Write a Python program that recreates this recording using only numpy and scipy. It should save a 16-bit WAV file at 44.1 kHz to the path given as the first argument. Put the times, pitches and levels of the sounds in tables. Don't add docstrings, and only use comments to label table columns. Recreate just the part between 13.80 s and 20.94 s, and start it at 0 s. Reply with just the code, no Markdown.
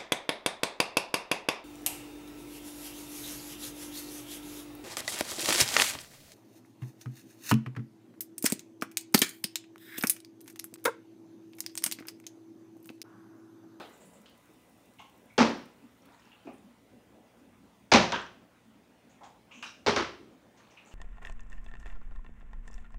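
import sys
import numpy as np
from scipy import signal
from scipy.fft import rfft, irfft
from scipy.io import wavfile
from scipy.ndimage import uniform_filter1d

SR = 44100
rng = np.random.default_rng(int(sys.argv[2]) if len(sys.argv) > 2 else 0)


def how_loud(loudness_db):
    steps = np.asarray(loudness_db, float) / 20
    return 10 ** steps


def wav_out(sig):
    wavfile.write(sys.argv[1], SR, np.round(np.clip(np.atleast_2d(sig).T, -1, 1) * 32767).astype(np.int16))


N = 314874


def evened(x):
    return x / np.sqrt(np.mean(x ** 2) + 1e-20)


def read(points, hz):
    f, value = np.transpose(points)
    return np.interp(np.log(hz + 1), np.log(f + 1), value)


def add(mix, s, sound):
    part = mix[round(s * SR):][:len(sound)]
    part += sound[:len(part)]


def coloured(x, points):
    log_gain = np.log(how_loud(read(points, np.fft.rfftfreq(4096, 1 / SR))))
    circle = np.concatenate([log_gain, log_gain[-2:0:-1]])
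    taps = np.fft.ifft(np.exp(circle - 1j * signal.hilbert(circle).imag)).real
    return signal.fftconvolve(x, taps)


def noise(points, patchy_db):
    a, b, patches = rng.standard_normal((N // 256 + 5, 513, 3)).T
    patches = uniform_filter1d(patches, size=10, axis=0)
    patches = evened(uniform_filter1d(patches, size=12, axis=1))
    gain_db = read(points, np.fft.rfftfreq(1024, 1 / SR))[:, None]
    z = (a + 1j * b) * how_loud(gain_db + patchy_db * patches)
    return evened(signal.istft(z, nperseg=1024, noverlap=768)[1][:N])


# f/Hz, T60/s
ROOM = [(60, 0.55), (160, 0.34), (420, 0.34), (1100, 0.33), (2910, 0.36), (7680, 0.33)]


def room(x, direct_db=-11, late_db=-16, slower=1.75):
    hz, t, z = signal.stft(rng.standard_normal(SR * 3 // 4), SR, nperseg=256)
    t60 = read(ROOM, hz)[:, None]
    filling = 1 - np.exp(-(t + 0.0015) / (0.0023 + 1.0 / (hz[:, None] + 100)))
    decay = how_loud(-60 * t / t60) + how_loud(late_db - 60 * t / t60 / slower)
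    tail = signal.istft(z * filling * decay, SR, nperseg=256)[1]
    seconds = np.arange(len(tail)) / SR
    tail *= np.clip(seconds / .0008, 0, 1) / np.linalg.norm(tail)
    early = np.exp(-seconds / .08)
    clumps = np.repeat(rng.standard_normal(len(tail) // 90 + 1), 90)[:len(tail)]
    tail *= how_loud(3.0 * early * uniform_filter1d(clumps, size=40))
    tail[0] += how_loud(direct_db)
    return signal.fftconvolve(x, tail)


# f/Hz, level/dB per Hz
RUMBLE = [(15, -58.5), (25, -38), (48, -14), (113, -10), (147, -23.5), (229, -1.5), (351, -11.5),
          (385, -13), (488, -11.5), (944, -17), (1010, -19), (1140, -21), (2050, -25), (2200, -24),
          (7000, -39), (9100, -72.5), (15400, -120)]
# f/Hz, level/dB
HUM = [(59.2, -81.5), (118.4, -76), (177.6, -77), (479, -84)]


def house():
    t = np.arange(N) / SR
    hum = sum(np.sqrt(2) * how_loud(db) * np.sin(2 * np.pi * (hz * t + rng.random())) for hz, db in HUM)
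    return how_loud(-61.5) * noise(RUMBLE, patchy_db=2.37) + hum


def leak_db(t):
    warm_db, warm_s = 3.5, 0.17
    dropout_s, dropout_length_s, cut_s = .46, .09, 4.11
    gap = (t > dropout_s) & (t < dropout_s + dropout_length_s)
    sag = 1.65 * np.minimum(t, cut_s)
    return 5 - sag + warm_db * np.exp(-t / warm_s) - 9 * gap - 18 * (t > cut_s)


# f/Hz, level/dB per Hz
HISS = [(1470, -28), (2500, -1.5), (3300, -6), (3560, -3), (4660, -14.5), (5070, -7.5), (8960, -4.5),
        (12300, -11), (15700, -6.5)]


def hiss():
    strong_leak = np.maximum(leak_db(np.arange(N) / SR), 0)
    return how_loud(-75.5 + uniform_filter1d(strong_leak, size=8000)) * noise(HISS, patchy_db=1.2)


# f/(1000.2 Hz), level/dB
WHINE = [(1, -85), (2, -84), (7, -95.5), (8, -99.5), (9, -90.5), (10, -91.5), (13, -90.5), (14, -95.5),
         (15, -98)]


def clock_whine():
    t = np.arange(N) / SR
    flutter = 1 + 0.25 * evened(uniform_filter1d(rng.standard_normal(N), size=300))
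    whine = sum(np.sqrt(2) * how_loud(db) * np.sin(2 * np.pi * (round(k) * 1000.2 * t + rng.random()))
                for k, db in WHINE)
    return how_loud(leak_db(t)) * flutter * whine


def clock_ticks():
    first_s, every_s, last_s, weak_after_s = .0165, .08, 2.75, 1.9
    level_db, spread_db, weak_db = -61, 1.5, -11
    times = np.arange(first_s, last_s, every_s)
    levels = level_db + spread_db * rng.standard_normal(len(times)) + weak_db * (times > weak_after_s)
    stray = (2.2558, -57.5)  # t/s, level/dB
    out = how_loud(leak_db(np.arange(N) / SR) - 84.5) * rng.standard_normal(N)
    for s, db in [*zip(times, levels), stray]:
        add(out, s, how_loud(db) * rng.standard_normal(500) * np.exp(-np.arange(500) / SR / .004))
    return signal.sosfilt(signal.butter(2, 6500, "high", fs=SR, output="sos"), out)


def camera():
    return hiss() + clock_whine() + clock_ticks()


# f/Hz, level/dB per Hz
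FADING = [(35, -61), (60, -62), (206, -6), (790, -3), (1500, -8.5), (1840, -16), (3900, -16), (5620, -29),
          (14000, -59)]


def earlier_landing():
    fade_db_per_s = 137
    return how_loud(-41.5 - fade_db_per_s * np.arange(N) / SR) * noise(FADING, patchy_db=-3.0)


# f/Hz, level/dB per Hz
CRACKLE = [(200, -33), (1000, 2), (3000, -4.5), (6500, -10), (9000, -21), (13000, -32)]


def crinkle(db, hz, broad_db, length, sharp, swell, direct_db):
    u = np.arange(round(8 * length * SR) + 400) / SR / length
    rattle = rfft(rng.standard_normal(len(u)) * u ** swell * np.exp(-u), 2 * len(u))
    rattle = irfft(rattle / abs(rattle) ** .8)[:len(u)]
    mode = signal.iirpeak(hz, sharp, SR)
    ring = signal.lfilter(*mode, signal.lfilter(*mode, rattle))
    broad = coloured(rattle, CRACKLE)
    ring = np.pad(ring, (0, len(broad) - len(ring)))
    ring = signal.lfilter(*signal.butter(2, 9500, fs=SR), ring)
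    both = ring / np.linalg.norm(ring) + how_loud(broad_db) * broad / np.linalg.norm(broad)
    return how_loud(db) * room(both, direct_db)


def crinkles(rows, level_db, sharp, swell, direct_db):
    out = np.zeros(N)
    for s, *row in rows:
        add(out, s, how_loud(level_db) * crinkle(*row, sharp, swell, direct_db))
    return out


# t/s, level/dB, ring f/Hz, length/s
BUMPS = [(0.23, -46, 196, 0.015), (0.355, -48, 200, .008), (0.689, -48, 306, 0.0061),
         (1.643, -19.5, 245, 0.015), (1.71, -47, 241, 0.0058), (2.021, -44.5, 245, 0.0078),
         (2.242, -48.5, 250, 0.0085), (2.648, -36, 253, 0.0097), (2.825, -44.5, 237, 0.0091),
         (3.12, -51, 226, 0.0082), (3.564, -46, 250, 0.022), (4.841, -47, 220.4, 0.015),
         (5.233, -48, 220, .013), (5.741, -44, 228, 0.01), (6.189, -30, 341, 0.0099),
         (6.22, -39, 392, .016)]


def bumps():
    rows = [(s, db, hz, -20, length) for s, db, hz, length in BUMPS]
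    return crinkles(rows, level_db=21, sharp=3.0, swell=.4, direct_db=-6)


# t/s, level/dB, ring f/Hz, crackle level/dB, length/s
RUSTLES = [(.125, -59, 7300, -7, 0.0081), (.2, -54.5, 7450, -1, 0.017), (.24, -58, 9800, -19, 0.018),
           (.33, -59, 7600, -1, 0.0088), (.458, -60, 4140, -9, 0.0047), (1.19, -66.5, 6200, 11, 0.0065),
           (2.31, -64, 6900, -1, 0.052), (2.732, -63.5, 9300, 1, 0.0051), (5.295, -64.5, 6500, 4.5, 0.0068),
           (5.435, -62.5, 6650, 9, 0.0079), (5.72, -53, 6300, -2, 0.05), (5.86, -45.5, 5400, -16, 0.0065),
           (5.86, -55, 3780, -15, 0.0047), (6.77, -71, 6060, 16.5, 0.012),
           (6.905, -60.5, 5860, -8.5, 0.0053), (7.06, -56.5, 6900, -2, 0.02)]


def rustles():
    return crinkles(RUSTLES, level_db=22, sharp=4.0, swell=.6, direct_db=-5)


# t/s, level/dB, ring f/Hz
SNAPS = [(2.221, -61.5, 5640), (2.322, -65, 5000), (2.397, -63, 5200), (2.453, -62, 5430),
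         (2.782, -65, 7000), (4.417, -53, 7400), (4.465, -53, 5700), (5.441, -65, 5500),
         (5.503, -65.5, 5150), (6.43, -73, 5580), (6.766, -67, 5770), (6.777, -66.5, 6160),
         (6.783, -65.5, 5130), (6.972, -73.5, 6250), (7.051, -62, 5800), (7.06, -59, 7260),
         (7.075, -62, 6950)]


def snaps():
    rows = [(*row, -11, .0008) for row in SNAPS]
    return crinkles(rows, level_db=9, sharp=7.0, swell=.1, direct_db=8)


# t/s, level/dB, ring f/Hz, crackle level/dB, length/s
POPS = [(0.4584, -53, 2980, -1, 0.0046), (1.1856, -46.5, 2840, -31, 0.022), (1.19, -55, 3103, -9.5, 0.012),
        (2.447, -63.5, 2730, 4.5, 0.029), (2.516, -52.5, 2780, -13, 0.0078),
        (5.434, -62, 3330, 8.5, 0.0039), (5.711, -42, 2570, -10.5, 0.018), (5.767, -51, 2800, -14, 0.02),
        (5.8257, -36, 2590, 0, 0.0053), (5.8644, -62, 2550, 5, 0.0089), (6.909, -57, 2430, -17, 0.0089),
        (6.9716, -47, 2540, -13.5, 0.0077), (7.111, -55, 2750, 2, 0.014)]


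def wall_pops():
    return crinkles(POPS, level_db=21, sharp=3.5, swell=.05, direct_db=-4)


# t/s, level/dB, ring f/Hz, length/s
CREAKS = [(1.186, -50.5, 2160, 0.0072), (1.196, -44, 1085, 0.0044), (1.496, -52, 2250, .008),
          (1.584, -19.5, 895, .006), (1.6, -24, 552, 0.0068), (4.126, -20, 954, 0.0036),
          (4.14, -22.5, 2490, .005), (4.323, -29, 954, 0.0044), (2.311, -52.5, 955, .004),
          (2.671, -55, 2490, .003), (4.137, -20, 765, .005), (4.335, -30.5, 1540, 0.0061),
          (5.859, -46, 3820, .006), (6.169, -27, 1320, 0.003)]


def creaks():
    rows = [(s, db, hz, -24.5, length) for s, db, hz, length in CREAKS]
    return crinkles(rows, level_db=20, sharp=12., swell=.3, direct_db=-3)


# t/s, level/dB, ring f/Hz, length/s
GLUGS = [(0.13, -55, 510, .006), (.198, -49, 484, .008), (0.23, -53.5, 470, 0.0041), (.345, -53, 560, .012),
         (1.195, -44.5, 865, 0.0034), (2.33, -58, 1300, 0.015), (5.408, -40, 880, 0.02),
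         (5.453, -51.5, 810, 0.0057), (5.702, -52, 1050, 0.013), (5.824, -39, 1460, 0.0074),
         (6.794, -56, 1100, 0.0086), (7.097, -54, 760, 0.015)]


def glugs():
    rows = [(s, db, hz, -21.5, length) for s, db, hz, length in GLUGS]
    return crinkles(rows, level_db=22, sharp=2.5, swell=.2, direct_db=-7)


# start t/s, length/s, level/dB
SLOSH = [
    (2.178, 0.53, -66),
    (4.35, 0.23, -64),
    (5.705, 0.23, -72),
    (6.725, 0.63, -66.5),
]


def slosh(per_s=30):
    out = np.zeros(N)
    for hz in np.geomspace(800, 3900, num=14):
        turns = np.arange(round(14 * SR / hz)) * hz / SR
        bubble = np.sin(2 * np.pi * turns * (1 + 0.013 * turns)) * turns * np.exp(-turns / 1.7)
        strength = how_loud(2.5 * rng.exponential(size=N).clip(0, 4))
        births = (rng.random(N) < per_s / SR) * strength
        out += signal.oaconvolve(births, bubble)[:N]
    t, flow = np.arange(N) / SR, np.zeros(N)
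    rise_s, fall_s = 0.079, 0.12
    for s, length, db in SLOSH:
        swell = np.clip((t - s) / rise_s, 0, 1) * np.clip((s + length - t) / fall_s, 0, 1)
        flow += how_loud(db) * swell ** 2
    return flow * evened(room(out, direct_db=3.0)[:N])


def rocking(width_hz=140):
    start_s, rise_s, fade_db_per_s = 6.375, .03, 80
    start_hz, sag_hz_per_s, rest_hz = 335, 450, 250
    t = np.clip(np.arange(N) / SR - start_s, 0, 1)
    turn = np.exp(2j * np.pi * np.cumsum(np.maximum(start_hz - sag_hz_per_s * t, rest_hz)) / SR)
    wobble = rng.standard_normal((N, 2)) @ [1, 1j]
    wobble = signal.lfilter([1], [1, -np.exp(-np.pi * width_hz / SR)], wobble)
    wobble = signal.lfilter([1], [1, -np.exp(-2 * np.pi * width_hz / SR)], wobble)
    fade_db = fade_db_per_s * np.maximum(t - rise_s, 0)
    swing = np.minimum(t / rise_s, 1) ** 2 * how_loud(-51.5 - fade_db)
    return swing * evened((turn * wobble).real)


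# f/Hz, level/dB, T60/s
TABLE_MODES = [(68, -8.5, .5), (97.8, -8.5, 0.23), (175.4, -13, 0.11), (226, 0.9, 0.28), (250, 0.7, 0.14),
               (302, -10, .2), (355, -5.5, 0.53), (413, -3.5, 0.35), (468, -14.5, 0.044), (547, -5, 0.23),
               (669, -11, .2), (831, -8, 0.18)]


def table_top(boom_db, body_db):
    t = np.arange(16000) / SR
    ring = np.zeros(len(t))
    for k, (f, db, t60) in enumerate(TABLE_MODES):
        thump_db = -13.5
        drive_db = thump_db if f < 150 else boom_db if f < 320 else body_db
        ring += (-1) ** k * how_loud(db + drive_db - 60 * t / t60) * np.sin(2 * np.pi * f * t)
    return ring * (1 - np.exp(-t / 0.0022))


# f/Hz, level/dB per Hz
CLICK = [(400, -15.5), (1200, -1), (3500, -2.5), (6000, -2.5), (8500, -22), (11000, -33), (15000, -55.5)]


def contact_click():
    chatter = rfft(rng.standard_normal(220) * np.exp(-np.arange(220) / SR / .002), 440)
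    click = coloured(irfft(chatter / abs(chatter))[:220], CLICK)
    return click / np.linalg.norm(click)


def closed(colour):
    low_db, high_db = colour[0][1], colour[-1][1]
    above = [(7780, high_db - 17.5), (11000, high_db - 33), (15000, high_db - 45.5)]
    return [(47, low_db - 30.5)] + list(colour) + above


def blow(colour, db, boom_db, body_db, click_db):
    slap = coloured([1.], colour)
    sound = how_loud(27.5) * room(slap / np.linalg.norm(slap), direct_db=-27)
    add(sound, 0, how_loud(-2.5) * table_top(boom_db, body_db))
    add(sound, 0, how_loud(click_db + 27) * contact_click())
    return how_loud(db) * sound


# t/s, water slap level/dB, then against it table boom, table body, click level/dB
BLOWS = [
    [(1.5793, -16.5, -3.5, -8, -17.5), (1.600, -16.5, 4.5, -5, -34)],
    [(2.669, -45, -15, 2, -35)],
    [(4.1173, -11.5, -20, -9.5, -19), (4.1365, -11.5, -1.5, -12, -10)],
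    [(4.3215, -24.5, -18, -9.5, -10.5)],
    [(6.063, -21.5, -41, -1, -23.5), (6.073, -22, -5, 1, -29)],
    [(6.162, -21, -18, -7.5, -12)],
]
# f/Hz, level/dB per Hz
COLOURS = [
    [(151, -19.5), (239, -8.5), (363, -19), (493, -11.5), (655, -16), (1060, -16.5), (3700, -29.5),
     (5700, -30.5)],
    [(100, -18), (370, -19), (786, -4), (910, -16), (1220, -14.5), (1670, -30), (2600, -20.5), (3410, -38)],
    [(100, -15.5), (205, -0.5), (370, -15.5), (560, -3.5), (1010, -7), (1500, -11), (2500, -13),
     (6200, -19.5)],
    [(150, -5.5), (700, -4), (1000, -1), (1550, -1.5), (2280, -10.5), (3300, -6), (4300, -18.5),
     (6200, -20)],
    [(100, -9), (229, -14.5), (347, -8), (423, -3), (684, -11), (833, -5.5), (1350, -12), (5480, -20)],
    [(110, -28.5), (325, -5.5), (363, -0.5), (400, -12), (600, -7), (747, -12.5), (1040, -7), (5850, -22)],
]


def landings():
    out = np.zeros(N)
    for colour, rows in zip(COLOURS, BLOWS):
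        for s, *levels in rows:
            add(out, s, blow(closed(colour), *levels))
    return out


def bottle():
    handling = bumps() + rustles() + snaps() + wall_pops() + creaks()
    water = glugs() + slosh()
    return earlier_landing() + handling + water + rocking() + landings()


def scene():
    return (house() + camera() + bottle())[None]


def band_limit(x):
    return signal.sosfilt(signal.butter(12, 16340, fs=SR, output="sos"), x)


def record(dry):
    thin = signal.sosfilt(signal.butter(3, 55, "high", fs=SR, output="sos"), dry)
    edge = signal.firwin(511, 15760, window=("kaiser", 9), fs=SR)
    return band_limit(signal.oaconvolve(thin, edge[None], "same"))


dry = scene()
out = record(dry)
wav_out(out)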